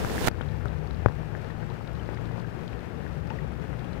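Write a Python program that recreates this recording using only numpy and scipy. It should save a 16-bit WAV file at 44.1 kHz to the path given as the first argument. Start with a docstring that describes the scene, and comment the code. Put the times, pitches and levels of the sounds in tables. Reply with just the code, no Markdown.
"""Rain on a shelter

Rain drums on a shelter overhead while runoff splashes on wet stone and makes small bubbles.
Single heavy drops tap and thump close by, and a distant engine hums, slowly rising in pitch.
Nearly all of it is on the left: the right channel sizzles and pops like a wet contact
for a moment, then leaves only faint hiss and mains buzz."""
import sys
import numpy as np
from scipy.fft import rfft, irfft, next_fast_len
from scipy.io import wavfile
from scipy.ndimage import uniform_filter1d, map_coordinates

SR = 44100
rng = np.random.default_rng(int(sys.argv[2]) if len(sys.argv) > 2 else 0)


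def store_pcm(level_fs):
    """Save levels as 16-bit WAV."""
    pcm = np.round(np.clip(level_fs, -1, 1) * 32767).astype(np.int16)
    wavfile.write(sys.argv[1], SR, np.atleast_2d(pcm).T)


N = 4 * SR


def amp(db):
    """Turn decibels into a number to multiply a sound by."""
    return 10 ** (np.asarray(db) / 20)


def unit(x):
    """Scale a signal so that its average strength (rms) is 1."""
    return x / np.sqrt(np.mean(x ** 2) + 1e-20)


def along(points, hz):
    """Read between (frequency, value) points on a logarithmic frequency scale."""
    freqs, values = np.transpose(points)
    return np.interp(np.log(hz + 1), np.log(freqs + 1), values)


def curves(rows):
    """Turn rows that start with a time into one curve for each further column."""
    times, *columns = np.transpose(rows)
    return [np.interp(np.arange(N) / SR, times, column) for column in columns]


def wobble(per_s):
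    """A smooth curve through per_s random values a second."""
    return map_coordinates(rng.standard_normal(1000), [np.arange(N) * per_s / SR], mode="mirror")


def filtered(x, response):
    """Multiply each frequency in x by response(frequency)."""
    size = next_fast_len(len(x) + SR // 4)
    return irfft(rfft(x, size) * response(np.fft.rfftfreq(size, 1 / SR)), size)[:len(x)]


def resonant_noise(samples, hz, width_hz):
    """Noise sent twice through a resonance, which favours the frequencies near hz."""
    def response(f):
        return (1j * f * width_hz / (hz * hz - f * f + 1j * f * width_hz)) ** 2
    return unit(filtered(rng.standard_normal(samples), response))


def noise(spectrum, grain_db=0, grain_samples=40):
    """Noise shaped by a spectrum (the level in each 1 Hz band); grain_db makes it grainy."""
    clumps = amp(grain_db * unit(uniform_filter1d(rng.standard_normal(N), grain_samples)))
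    white = unit(rng.standard_normal(N) * clumps)
    return filtered(white, lambda f: amp(along(spectrum, f))) * np.sqrt(SR / 2)


def add(out, start_s, sound):
    """Mix a sound into out at the given time."""
    part = out[max(0, round(start_s * SR)):][:len(sound)]
    part += sound[:len(part)]


def envelope(fade_s, rise_s):
    """Times and a loudness shape: a quick rise, and a fall of 60 dB every fade_s."""
    t = np.arange(SR // 8) / SR
    return t, np.exp(-np.log(1000) * t / fade_s) * (1 - np.exp(-t / rise_s))


def ring(hz, fade_s, rise_s, glide=0):
    """A fading tone whose pitch slides by glide times its starting pitch each second."""
    t, shape = envelope(fade_s, rise_s)
    return shape * np.sin(2 * np.pi * hz * t * (1 + glide * t / 2))


def hiss_and_buzz(mains_hz=59.9, count=100):
    """Faint hiss, steady buzz at multiples of the mains frequency, and a thin whine on top."""
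    # steady hiss: f/Hz, level/dB
    hiss_spectrum = [(20, -74), (50, -67), (100, -86), (200, -103), (400, -103), (700, -100), (2000, -95),
                     (4000, -103), (8000, -108.5), (16000, -111.5)]
    # typical strength of the weaker buzz tones: f/Hz, level/dB
    weak_tones = [(300, -67), (600, -75), (800, -73), (1200, -77.5), (2000, -80), (3200, -84), (4000, -89),
                  (6000, -89)]
    # strong buzz tones: multiple of the mains frequency, level/dB
    strong_tones = [(1, -58), (2, -57), (3, -60.5), (4, -60), (6, -56), (8, -69), (12, -66), (14, -79),
                    (24, -68.5), (36, -67.5), (48, -73)]
    # very high tones: f/Hz, level/dB
    whine = [(11205, -89), (11265, -90), (14955, -82), (15015, -85)]
    hiss = noise(hiss_spectrum)
    t = np.arange(N) / SR
    freqs = mains_hz * np.arange(1, count + 1)
    levels = along(weak_tones, freqs) + 2.5 * rng.standard_normal(count)
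    for multiple, db in strong_tones:
        levels[round(multiple) - 1] = db
    tones = list(zip(freqs, levels)) + whine
    buzz = sum(amp(db) * np.sin(2 * np.pi * (hz * t + rng.random())) for hz, db in tones)
    return hiss + np.sqrt(2) * buzz


def sizzle(end_s=0.285, fall_db_per_s=4500):
    """A sizzle like a wet electrical contact swells, pops and stops dead."""
    # bright crackle: f/Hz, level/dB
    crackle_spectrum = [(150, -93), (500, -67), (1000, -71.5), (2000, -77), (2700, -77.5), (5000, -82),
                        (10000, -87), (16000, -90)]
    # low flutter under it: f/Hz, level/dB
    flutter_spectrum = [(20, -60), (90, -57), (220, -60), (450, -66), (1000, -90), (2000, -120)]
    # how the sizzle grows: t/s, level/dB
    swell = [(0, -1), (.1, 1), (.17, 3), (.23, 6.5), (.264, 8), (.272, 17.5), (.279, 7.5), (.286, 18)]
    # sharp pops: t/s, level/dB
    pops = [(0.2675, -23), (0.2736, -4), (.275, -1.5), (0.2841, -3)]
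    swell_db, = curves(swell)
    crackle = noise(crackle_spectrum, grain_db=3, grain_samples=12) * amp(swell_db)
    flutter = noise(flutter_spectrum) * amp(0.55 * swell_db)
    past_end_s = np.maximum(np.arange(N) / SR - end_s, 0)
    out = (crackle + flutter) * amp(-fall_db_per_s * past_end_s)
    _, pop = envelope(fade_s=0.0031, rise_s=0.00002)
    for start, db in pops:
        add(out, start, amp(db) * pop)
    return out


def engine(waver_db=2):
    """A far engine hums higher as it gathers speed; each of its tones wavers on the way here."""
    # firing rate and loudness: t/s, f/Hz, level/dB
    run = [(0, 96, -46), (.45, 101, -37.5), (.9, 103, -37), (1.3, 106, -38.5), (1.6, 109, -37.5),
           (1.95, 112.5, -40), (2.35, 114, -33), (2.65, 115, -43), (3.2, 115.5, -44), (3.55, 117, -40),
           (4, 119.5, -38.5)]
    # tones of the hum: multiple of the firing rate, level/dB
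    tones = [(0.501, -10), (.75, -9), (1, 0.5), (1.25, -11.5), (1.5, -4.5), (2, -11)]
    firing_hz, run_db = curves(run)
    cycles = np.cumsum(firing_hz) / SR
    out = np.zeros(N)
    for multiple, db in tones:
        gain = amp(run_db + db + waver_db * wobble(12))
        out += gain * np.sin(2 * np.pi * (multiple * cycles + rng.random()))
    return np.sqrt(2) * out


def spurt(hz, width_hz, fade_s, rise_s):
    """A short spurt of spray: noise around one pitch that dies away quickly."""
    t, shape = envelope(fade_s, rise_s)
    return shape * resonant_noise(len(t), hz, width_hz)


def runoff(droplets_per_s=110):
    """Water hits the stone: fine spray, splashes, snaps, ringing bubbles and pinging droplets."""
    # fine spray: f/Hz, level/dB
    spray_spectrum = [(800, -120), (2000, -85), (3000, -95.5), (4500, -97.5), (7000, -106), (10000, -112),
                      (16000, -114)]
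    # splashes on the stone: t/s, level/dB, centre f/Hz
    splashes = [(.006, -42, 5800), (0.048, -36, 6060), (.179, -47, 5200), (.212, -42, 4550),
                (.313, -44, 4020), (.371, -50, 3830), (0.4143, -37, 3260), (0.487, -39.5, 3400),
                (0.655, -45, 5100), (0.682, -42, 3680), (0.873, -43, 4300), (0.9078, -35, 3540),
                (.9455, -45, 4000), (1.085, -46, 4400), (1.4443, -41, 3550), (1.506, -44, 3500),
                (1.6995, -40.5, 3950), (1.8263, -52, 4330), (1.8748, -37, 3530), (1.932, -50, 4840),
                (1.953, -43, 3600), (2.031, -45, 4800), (2.0587, -44, 3860), (2.1445, -43, 4300),
                (2.175, -44, 3500), (2.2548, -40, 3750), (2.271, -50, 4200), (2.3984, -39, 3770),
                (2.678, -33.5, 3480), (2.7915, -46, 3800), (2.9745, -47, 4100), (3.13, -44, 3570),
                (3.271, -44, 4200), (3.301, -36, 3000), (3.303, -45, 5000), (3.597, -49, 3570),
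                (3.792, -43, 3700), (3.8438, -37, 2700), (3.93, -42, 3920)]
    # sharp snaps where water slaps bare stone: t/s, level/dB
    snaps = [(.4102, -46), (.464, -53), (0.657, -41.5), (1.0615, -44), (1.0858, -45), (1.418, -49),
             (1.823, -49), (1.933, -47), (3.519, -52), (3.641, -47), (3.695, -49), (3.844, -48)]
    # bubbles in the puddle: t/s, level/dB, starting f/Hz, fade/s, glide/(1/s)
    bubbles = [(1.7005, -29, 815, 0.06, 25.5), (1.502, -30, 1840, .03, 0), (1.996, -32, 3060, 0.018, 0),
               (2.445, -31.5, 1620, 0.033, -4), (3.3, -30, 2530, 0.024, 3), (3.306, -22.5, 858, 0.055, 4.5),
               (3.387, -22.5, 1930, 0.019, -4)]
    out = noise(spray_spectrum, grain_db=2.5, grain_samples=180) * amp(1.5 * wobble(22.06))
    for start, db, hz in splashes:
        add(out, start, amp(db) * spurt(hz, width_hz=0.36 * hz, fade_s=0.016, rise_s=0.00055))
    for start, db in snaps:
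        add(out, start, amp(db) * spurt(hz=10300, width_hz=44000, fade_s=0.0071, rise_s=0.00042))
    for start, db, hz, fade_s, glide in bubbles:
        add(out, start, amp(db) * ring(hz, fade_s, rise_s=0.0015, glide=glide))
    droplets = list(zip(rng.random(1200), rng.standard_normal((1200, 2))))
    for when, (size, pitch) in droplets[:int(droplets_per_s * N / SR)]:
        hz = 2240 * np.exp(0.42 * pitch)
        db = -41 + 1.7 * size - 4.5 * pitch  # higher droplets are quieter
        add(out, when * N / SR, amp(db) * ring(hz, fade_s=12.3 / hz, rise_s=0.00021, glide=7.1))
    return out


def tap(hz, samples=1024):
    """The dull click of one drop landing on the shelter, with a peak of 1."""
    # spectrum of a tap pitched at 1500 Hz: f/Hz, level/dB
    spectrum = [(40, -39.5), (200, 2.5), (550, 0.5), (800, -1.5), (1100, 3.5), (1500, 0), (1720, -2.5),
                (2000, -12), (2450, -21.5), (3000, -34), (6500, -45), (16000, -56)]
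    gains = amp(along(spectrum, np.fft.rfftfreq(samples, 1 / SR) * 1500 / hz))
    # pack the sound's energy at its start (minimum phase), so it begins like a hit
    cepstrum = irfft(np.log(gains))
    click = irfft(np.exp(rfft(2 * cepstrum[:samples // 2], samples)))
    return click / np.abs(click).max()


def rain_on_shelter(taps_per_s=130):
    """Countless drops make the shelter rumble and drum, under a soft wash with light taps."""
    # how the rain comes and goes: t/s, drumming level/dB, patter level/dB
    rain = [(0, -28, 8.5), (.27, 1, 3), (.31, 3, 0), (.7, 1.5, 0.5), (1.15, 3.5, 0), (1.45, -5.5, 0.5),
            (1.65, 3, 0.5), (1.9, -1.5, 1.5), (2.2, 1.5, 2), (2.45, 3.5, -0.5), (2.7, -3.5, 1),
            (3.2, 4.5, 0), (3.6, 3.5, 0.5), (4, 3, 1.5)]
    # how the deep rumble comes and goes: t/s, level/dB
    rumble_swell = [(0, 2.5), (.3, -0.5), (.55, 4.5), (.9, 2.5), (1.2, 1.5), (1.45, -4.5), (1.8, -7.5),
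                    (2.05, -0.5), (2.4, -11), (2.75, -5.5), (3.15, 2), (3.6, -1), (4, -1)]
    # where the shelter rings: f/Hz, base width/Hz, level/dB
    resonances = [(148.06, 6.2, -41.5), (129, 49, -44.5), (166.7, 24.3, -44), (224, 62, -51.5)]
    # deep rumble: f/Hz, level/dB
    rumble_spectrum = [(15, -95), (32, -72), (44, -64), (60, -49.5), (82, -52), (100, -56.5), (200, -100),
                       (500, -120)]
    # wash of drops blurring together: f/Hz, level/dB
    wash_spectrum = [(60, -70), (170, -60.5), (260, -66), (460, -65), (620, -70.5), (850, -73), (1050, -79),
                     (1350, -78), (1800, -78.5), (2100, -88.5), (2450, -85), (3200, -92.5), (5000, -104),
                     (9000, -116), (16000, -120)]
    drum_db, patter_db = curves(rain)
    rumble_db, = curves(rumble_swell)
    drum = sum(amp(db) * resonant_noise(N, hz, 1.32 * width) for hz, width, db in resonances)
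    rumble = noise(rumble_spectrum) * amp(rumble_db)
    wash = noise(wash_spectrum, grain_db=-0.5, grain_samples=130) * amp(wobble(23.92))
    taps = np.zeros(N)
    for when, softness, pitch in rng.random((1200, 3))[:int(taps_per_s * N / SR)]:
        db = -41.5 - 2.5 * np.log(softness + 0.056)  # many soft taps, a few louder ones
        add(taps, when * N / SR, amp(db) * tap(hz=1200 + 750 * pitch))
    return rumble + drum * amp(drum_db) + (wash + taps) * amp(patter_db)


def heavy_drops(knock_delay_s=0.00065):
    """Each close drop taps, pings briefly, knocks and sets the shelter thumping."""
    # close drops: t/s, tap level/dB, tap and ping f/Hz, ping level/dB, knock level/dB, thump level/dB
    drops = [(0.0478, -14.5, 1370, -14.5, -35, -18), (0.098, -20.5, 1970, -35, -36, -39),
             (0.1802, -26, 1670, -9, -38, -31), (0.215, -20, 1480, -35, -15, -26),
             (.243, -32, 1500, -35, -21, -17), (0.282, -6, 2070, -34, -39, -46),
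             (0.3136, -26.5, 1500, -31, -24, -34), (0.345, -29, 1480, -35, -34, -45),
             (0.4104, -18.5, 1420, -16, -24.5, -17.5), (0.6567, -24, 1330, -12, -44, -11),
             (1.0603, -1, 1400, -29, -5, -5), (1.085, -21, 1530, -22, -42, -26),
             (1.3508, -23, 1560, -19.5, -32, -41), (1.446, -30, 1540, -28, -46, -43),
             (1.629, -27, 1450, -24, -29, -26), (2.0892, -29, 1700, -29, -18, -29),
             (2.173, -27, 1860, -24, -36, -30), (2.38, -31, 970, -22, -39, -38),
             (2.731, -36, 2370, -26, -42, -52), (3.065, -34, 1580, -21, -43, -38),
             (3.305, -22, 1600, -41, -42, -36), (3.73, -29, 1800, -33, -50, -51)]
    # tones of the knock: f/Hz, level/dB, fade/s
    knock_tones = [(495, 2, 0.0082), (843, -9.5, 0.019), (213, -19, 0.053)]
    knock = sum(amp(db) * ring(hz, fade_s, rise_s=0.00013) for hz, db, fade_s in knock_tones)
    thump = ring(hz=114, fade_s=0.077, rise_s=0.0023)
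    out = np.zeros(N)
    for start, tap_db, hz, ping_db, knock_db, thump_db in drops:
        add(out, start, amp(tap_db) * tap(hz))
        add(out, start, amp(ping_db) * ring(hz, fade_s=0.0071, rise_s=0.00087))
        add(out, start + knock_delay_s, -amp(knock_db) * knock)
        add(out, start, -amp(thump_db) * thump)
    return out


def scene():
    """Rain and the far engine on the left; sizzle, hiss and buzz on the right."""
    left = rain_on_shelter() + heavy_drops() + runoff() + engine()
    right = sizzle() + hiss_and_buzz()
    return np.array([left, right])


def record(dry):
    """Cut away the very highest treble in both channels."""
    top_hz, slope_hz = 15900, 400
    return np.array([filtered(x, lambda f: np.clip((top_hz - f) / slope_hz, 0, 1)) for x in dry])


dry = scene()
out = record(dry)
store_pcm(out)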